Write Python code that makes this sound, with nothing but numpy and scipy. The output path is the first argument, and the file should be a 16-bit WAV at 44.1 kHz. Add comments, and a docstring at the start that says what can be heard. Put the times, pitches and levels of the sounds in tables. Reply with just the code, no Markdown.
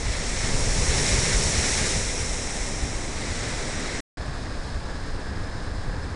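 """Water booms and bursts on a concrete sea wall in a storm, spray rains back and foam washes over the promenade.
After a short silence the surf is heard from further along the front, duller and steadier.
Water is random drop impacts coloured by a spectrum, its boom and the wind are lumpy low noise, and
low thumps are short shoves of pressure or ragged rumbles.
One small microphone stands in the wind at both places; both channels carry the same signal."""
import sys
import numpy as np
from scipy import signal
from scipy.fft import rfft, irfft, next_fast_len
from scipy.io import wavfile
from scipy.ndimage import uniform_filter1d

SR = 44100
rng = np.random.default_rng(int(sys.argv[2]) if len(sys.argv) > 2 else 0)


def int16_out(signal):
    """Quantize to a 16-bit WAV file."""
    q = np.round(np.clip(np.atleast_2d(signal).T, -1, 1) * 32767)
    wavfile.write(sys.argv[1], SR, q.astype(np.int16))


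N = 271215  # samples

# The silent break between the two places: its start and its end in seconds.
WALL_END_S, FRONT_START_S = (4.0043, 4.1715)
CUTOFF_HZ = 11250

# Spectra of the wind and of each kind of water. Each row: frequency in Hz, relative density in dB per Hz.
WALL_WIND = [(8, -2.5), (20, 7), (45, -4.5), (65, -5), (100, -10), (250, -34.5)]
FRONT_WIND = [(8, -2), (20, -1.5), (45, -7), (62, -6), (85, -7), (130, -12), (200, -17.5), (400, -45),
              (1000, -49)]
BOOM = [(35, -8.5), (55, 1.5), (85, 1), (135, -0.5), (190, -6), (260, -13), (500, -16.5)]
CHURN = [(130, -6), (190, -3.5), (250, 1), (320, -7), (400, 2), (530, -1), (700, -6), (900, -7.5),
         (1200, -12.5), (1700, -21.5), (3500, -48)]
SEA_CHURN = [(130, -6.5), (190, -3.5), (250, 1.5), (325, -3.5), (410, -2.5), (520, -1.5), (700, -5.5),
             (900, -6.5), (1200, -12), (1700, -20.5), (3500, -49)]
BACKWASH = [(140, -19), (195, 0.5), (250, -4), (325, -0.5), (400, -17), (700, -32.5)]
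SPLATTER = [(700, -16.5), (1300, -3.5), (1800, 0), (2400, -2), (3000, -6), (4000, -1.5), (4700, -6.5),
            (5600, -7), (8000, -46)]
SPRAY = [(3000, -10.5), (4600, -7), (5300, -1), (6300, 0), (7800, 0), (8800, -2.5), (9700, -7.5),
         (10400, -10), (10900, -22), (11400, -63.5)]
TOP_HISS = [(4500, -19.5), (6500, 7.5), (8200, 7), (9200, -9), (10300, 8), (11000, -0.5), (11400, -37)]
WASH = [(700, -32), (1200, 0), (1550, 1.5), (1900, 1.5), (2400, -3), (3000, -5), (4000, -1), (4700, -3),
        (5600, -8.5), (8000, -44)]
SETTLED_SPRAY = [(3000, -20.5), (4600, -3), (5300, 0.5), (6300, 2.5), (8200, 3), (8700, -4.5), (9500, -2),
                 (10100, -7), (10600, -49)]
ROAR = [(110, -19), (190, -7.5), (255, 1), (370, -4.5), (490, -3), (720, -6.5), (1100, -7.5), (1400, -10.5),
        (1680, -5.5), (2000, -14.5), (2600, -25), (4000, -54)]
FOAM = [(1500, -17), (2200, -7), (3000, -10), (3950, -4.5), (4500, -6), (5200, -2.5), (5700, -12),
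        (6500, -11.5), (7700, -13), (8600, -15.5), (9500, -16.5), (10100, -22), (10700, -37.5)]

# Wind at each place, and how fast it eases at the wall.
WALL_WIND_DB, WALL_WIND_EASES_DB_PER_S = -30, 0.6
FRONT_WIND_DB = -31.5
# Gusts. Each row: time of the peak in seconds, half length (Gaussian sigma) in seconds, dB above the steady wind.
GUSTS = [(0.18, 0.079, 1), (0.75, 0.21, 5), (1.38, 0.05, 2.5), (1.85, 0.085, 1), (5.056, 0.034, 0.5),
         (5.85, 0.13, 2)]

# Low thumps, as water lands or an eddy hits the microphone.
# Each row: time of the peak in seconds, centre in Hz, level at the peak in dB, half length (sigma) in seconds.
THUMPS = [(0.074, 46, -29.5, .025), (0.085, 83, -30, 0.028), (0.24, 19, -25.5, .06), (0.44, 31, -29, .025),
          (0.441, 120, -30.5, 0.0075), (0.538, 39, -29, .018), (0.545, 140, -26.5, 0.0082),
          (0.576, 15, -26, .04), (0.635, 60, -24, .013), (0.672, 105, -26, .009), (0.705, 36, -21.5, 0.026),
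          (0.76, 123, -29.5, .01), (0.798, 100, -27, .01), (0.821, 35, -27, 0.026),
          (0.901, 56, -21.5, 0.018), (0.977, 88, -26.5, 0.015), (1.141, 48, -22.5, 0.027),
          (1.195, 79, -28, 0.015), (1.331, 96, -24, .009), (1.362, 40, -22, .03), (1.458, 75, -23.5, .013),
          (1.593, 66, -24.5, 0.021), (1.827, 85, -25.5, .014), (1.965, 80, -25.5, 0.019),
          (2.069, 40, -28, .028), (2.222, 68, -25, .012), (2.326, 49, -28, .016), (2.63, 43, -29, .02),
          (2.75, 44, -30, 0.018), (2.831, 61, -24.5, .013), (2.965, 59, -28.5, 0.017),
          (3.161, 61, -33, .02), (3.32, 73, -31, .02), (3.439, 71, -32.5, 0.02), (4.288, 113, -32.5, 0.017),
          (4.444, 44, -32, .016), (4.612, 28, -30, .018), (4.776, 49, -31, 0.027), (5.132, 22, -26.5, .018),
          (5.323, 70, -31.5, .011), (5.411, 20, -28, .024), (5.556, 73, -32, .012), (5.678, 69, -32, 0.014),
          (5.763, 41, -30.5, .03), (5.895, 34, -27, .024), (5.978, 76, -30, .012)]
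# A thump whose half length spans this many cycles is wholly ragged noise, spread this far around its pitch.
THUMP_RAGGED_CYCLES, THUMP_WIDTH_OCTAVES = 2.5, 0.65

# Open surf: a steady roar, and foam that slowly dies down.
ROAR_DB, FOAM_DB, FOAM_FADE_DB_PER_S = -38, -44.5, 1.53

# The sea at the wall: steady boom and churn, and the churning that lingers between surges.
SEA_BOOM_DB, SEA_CHURN_DB, SPENT_CHURN_DB = -38, -37.5, -54
# The last wave still falls, the next hits the wall and comes down in three sheets, lesser ones run in after it.
# Each row: start in seconds, build-up in seconds, length in seconds, boom in dB, churn in dB, splatter in dB;
# the levels are those before the sag, the drain and each layer's trim.
SURGES = [(0.018, 0.045, 0.42, -44, -50, -36.5), (0.4, 0.032, 0.54, -35, -35.5, -39),
          (0.801, 0.08, 0.69, -31.5, -33.5, -31), (1.02, .05, 0.3, -35, -43, -35.5),
          (1.525, 0.041, 0.31, -37, -36.5, -32.5), (3.124, 0.06, 0.78, -46, -43.5, -38),
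          (3.33, 0.059, 0.54, -49, -42.5, -56), (3.76, 0.066, 0.44, -53, -50, -38.5)]
# Every surge sags from its start, then drains away, the low voices last.
SURGE_SAG_DB_PER_S = 4
BOOM_DRAIN_DB_PER_S, CHURN_DRAIN_DB_PER_S, SPLATTER_DRAIN_DB_PER_S = 17.5, 14.5, 35.5
# The spent wave pours back off the wall, a hollow gurgle.
BACKWASH_S, BACKWASH_BUILD_S, BACKWASH_DB = 2.43, .3, -44.5

# How much spray is coming down. Each row: time in seconds, level in dB before each layer's trim.
SPRAY_FALL = [(0.0, -39), (0.29, -35), (0.8, -30.5), (1.11, -28), (1.5, -29), (1.78, -28.5), (1.98, -30.5),
              (2.05, -32.5), (3.12, -40), (3.51, -38.5), (4.0, -41)]
# Splatter and the spray's bright top hiss: level before trim at the usual spray, and the share of the
# spray's dB swing each follows.
SPRAY_USUAL_DB = -34
SPLATTER_DB, SPLATTER_FOLLOWS = -37, 0.46
TOP_HISS_DB, TOP_HISS_FOLLOWS = -58, 2.7
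# The spray settles and the next surge runs in. Each row: time in seconds, power share of wash from 0 to 1.
SETTLING = [(0, 0.37), (1, 0.02), (2.7, 0.18), (3.3, 0.72), (4.0, 1)]

# Resonances of the microphone port, facing the wave. Each row: centre in Hz, width in Hz, gain in dB.
PORT = [(2070, 570, 7), (3840, 640, 1.3), (5570, 690, 5), (6240, 200, -2)]
# A narrow band of the hiss rises and hollows as the microphone turns. Each row: time in seconds, gain in dB.
TURNING = [(0, -1), (.8, 1.5), (1.4, 2.5), (1.9, 0.5), (2.35, -5), (3.0, -4.5), (3.3, 0.5), (4.0, -6)]


def from_db(db):
    """Amplitude of a level in dB."""
    return 10 ** (np.asarray(db) / 20)


def rms_one(x):
    """Scale x to an rms of 1."""
    return x / np.sqrt(np.mean(x ** 2) + 1e-20)


def in_time(rows):
    """A curve of (seconds, value) rows, read at every sample."""
    s, values = np.transpose(rows)
    return np.interp(np.arange(N) / SR, s, values)


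def swell(s, half_s):
    """A smooth Gaussian rise and fall of height 1."""
    return np.exp(-.5 * ((np.arange(N) / SR - s) / half_s) ** 2)


def drift(rate_hz):
    """Slow chance with a spread of 1: noise through two equal low-pass poles, drawn every 40 samples."""
    r = np.exp(-2 * np.pi * rate_hz * 40 / SR)
    noise = rng.standard_normal(N // 40 + 2002)
    slow = signal.lfilter([1], [1, -2 * r, r * r], noise)[2000:]  # drop the filter's start
    return np.interp(np.arange(N) / 40, np.arange(len(slow)), rms_one(slow))


def coloured(x, spectrum):
    """Give x a spectrum that falls away beyond its ends; rms 1."""
    size = next_fast_len(N)
    hz = np.maximum(np.fft.rfftfreq(size, 1 / SR), 1)
    points, db = np.transpose(spectrum)
    gain = from_db(np.interp(np.log(hz), np.log(points), db))
    skirts = np.minimum(hz / points[0], 1) ** 2 * np.minimum(points[-1] / hz, 1) ** 2
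    return rms_one(irfft(rfft(x, size) * gain * skirts, size)[:N])


def turbulence(spectrum, eddy_s):
    """Lumpy low pressure noise whose strength holds over spans longer than an eddy."""
    x = coloured(rng.standard_normal(N), spectrum)
    power = uniform_filter1d(x ** 2, max(int(eddy_s * SR), 2))
    return x / np.sqrt(power + 1e-6)


def water(level_db, spectrum, per_s, spread_db, surge_db, surge_hz):
    """Countless drops and bursting bubbles of uneven size merge into a rush; water falls in clumps."""
    impacts = np.sqrt(rng.poisson(per_s / SR, N)) * rng.standard_normal(N)
    sizes = from_db(spread_db * rng.standard_normal(N))
    level = from_db(level_db + surge_db * drift(surge_hz))
    return level * coloured(impacts * sizes, spectrum)


def lift(x, hz, width_hz, db):
    """A resonance raises or lowers one band."""
    r = np.exp(-np.pi * width_hz / SR)
    zeros = np.array([1, 0, -1]) * (1 - r * r) / 2
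    poles = [1, -2 * r * np.cos(2 * np.pi * hz / SR), r * r]
    return x + (from_db(db) - 1) * signal.lfilter(zeros, poles, x)


def port(x):
    """The cavity in front of the microphone colours a few broad bands; one band depends on where it points."""
    for hz, width_hz, db in PORT:
        x = lift(x, hz, width_hz, db)
    return lift(x, hz=4500, width_hz=350, db=in_time(TURNING))


def wind(steady_db, spectrum, eddy_s):
    """Eddies press on the microphone, harder with every gust."""
    gust_db = sum(db * swell(s, half_s) for s, half_s, db in GUSTS)
    return from_db(steady_db + gust_db) * turbulence(spectrum, eddy_s)


def thumps():
    """Each thump swells and dies at once: a short one is a shove of pressure, a longer one a ragged rumble."""
    out = np.zeros(N + SR)
    hz = np.maximum(np.fft.rfftfreq(SR, 1 / SR), 1)
    t = np.arange(SR) / SR - .5  # each is built in one second, peaking in the middle
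    for s, centre_hz, db, half_s in THUMPS:
        shape = np.exp(-.5 * (t / half_s) ** 2)
        ragged = np.clip(half_s * centre_hz / THUMP_RAGGED_CYCLES, 0, 1)
        band = np.exp(-.5 * (np.log2(hz / centre_hz) / THUMP_WIDTH_OCTAVES) ** 2)
        rumble = rms_one(irfft(rfft(rng.standard_normal(SR)) * band, SR))
        shove = np.sqrt(2) * np.sin(2 * np.pi * (centre_hz * t + rng.random()))
        burst = shape * (np.sqrt(1 - ragged) * shove + np.sqrt(ragged) * rumble)
        same_energy = np.sqrt(np.sum(shape ** 2) / np.sum(burst ** 2))
        start = int(s * SR)
        out[start:start + SR] += from_db(db) * burst * same_energy
    return out[SR // 2:SR // 2 + N]


def open_surf():
    """Distant breakers merge into a smooth roar under a thin hiss of foam."""
    age = np.maximum(np.arange(N) / SR - FRONT_START_S, 0)
    foam_db = FOAM_DB - FOAM_FADE_DB_PER_S * age
    roar = water(ROAR_DB, ROAR, per_s=50000, spread_db=0.3, surge_db=0.6, surge_hz=21)
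    foam = water(foam_db, FOAM, per_s=140000, spread_db=0.8, surge_db=0.6, surge_hz=14)
    return roar + foam


def backwash():
    """The spent wave pours back off the wall and gurgles, growing to a steady level."""
    build = np.clip((np.arange(N) / SR - BACKWASH_S) / BACKWASH_BUILD_S, 0, 1)
    return build * water(BACKWASH_DB, BACKWASH, per_s=4000, spread_db=0.0, surge_db=2.0, surge_hz=11)


def surging(bed_db, voice, drain_db_per_s):
    """Level in dB of one voice (0 boom, 1 churn, 2 splatter): the powers of its bed and every surge add."""
    t = np.arange(N) / SR
    power = from_db(bed_db) ** 2
    for s, build_s, length_s, *levels_db in SURGES:
        age = np.maximum(t - s, 0)
        loss_db = SURGE_SAG_DB_PER_S * age + drain_db_per_s * np.maximum(age - length_s, 0)
        build = 1 - np.exp(-age / build_s)
        power = power + (build * from_db(levels_db[voice] - loss_db)) ** 2
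    return 10 * np.log10(power)


def water_mass():
    """The mass of water booms as lumpy low noise and churns with every surge, over a steadily churning sea."""
    boom_db = surging(SEA_BOOM_DB, 0, BOOM_DRAIN_DB_PER_S)
    churn_db = surging(SPENT_CHURN_DB, 1, CHURN_DRAIN_DB_PER_S)
    boom = from_db(boom_db) * turbulence(BOOM, eddy_s=0.06)
    churn = water(churn_db + .3, CHURN, per_s=25000, spread_db=1.0, surge_db=0.3, surge_hz=24)
    sea = water(SEA_CHURN_DB, SEA_CHURN, per_s=30000, spread_db=0.6, surge_db=0.17, surge_hz=18)
    return boom + churn + sea


def spray_and_wash():
    """Drops splatter on concrete under hissing spray, crossing in power with wash and its fizz."""
    spray_db = in_time(SPRAY_FALL)
    swing_db = spray_db - SPRAY_USUAL_DB
    splatter_db = surging(SPLATTER_DB + SPLATTER_FOLLOWS * swing_db, 2, SPLATTER_DRAIN_DB_PER_S)
    top_hiss_db = TOP_HISS_DB + TOP_HISS_FOLLOWS * swing_db  # steep: brightest when the spray is loudest
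    splatter = water(splatter_db - 4.0, SPLATTER, per_s=80000, spread_db=1.5, surge_db=0.92, surge_hz=15)
    spray = water(spray_db - 0.87, SPRAY, per_s=120000, spread_db=0.5, surge_db=0.52, surge_hz=20)
    top_hiss = water(top_hiss_db, TOP_HISS, per_s=150000, spread_db=0.3, surge_db=1.5, surge_hz=15)
    wash = water(splatter_db - 2.5, WASH, per_s=90000, spread_db=0.0, surge_db=0.54, surge_hz=31)
    fizz = water(spray_db - 0.4, SETTLED_SPRAY, per_s=130000, spread_db=2.0, surge_db=0.44, surge_hz=28)
    settled = in_time(SETTLING)
    return np.sqrt(1 - settled) * (splatter + spray + top_hiss) + np.sqrt(settled) * (wash + fizz)


def breaking_wave():
    """The wave at the wall: its mass, backwash, spray and wash all reach the microphone through its port."""
    return port(water_mass() + backwash() + spray_and_wash())


def scene():
    """First at the wall, then a moment of silence, then further along; both channels alike."""
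    t = np.arange(N) / SR
    wall_wind_db = WALL_WIND_DB - WALL_WIND_EASES_DB_PER_S * t
    low_thumps = thumps()
    at_wall = wind(wall_wind_db, WALL_WIND, eddy_s=0.085) + low_thumps + breaking_wave()
    along_front = wind(FRONT_WIND_DB, FRONT_WIND, eddy_s=0.092) + low_thumps + open_surf()
    mono = at_wall * (t < WALL_END_S) + along_front * (t > FRONT_START_S)
    return np.array([mono, mono])


def record(dry):
    """A steep elliptic low-pass cuts the top."""
    top_cut = signal.ellip(10, .1, 80, CUTOFF_HZ, fs=SR, output="sos")  # order, ripple dB, stop-band dB
    return signal.sosfilt(top_cut, dry)


dry = scene()
out = record(dry)
int16_out(out)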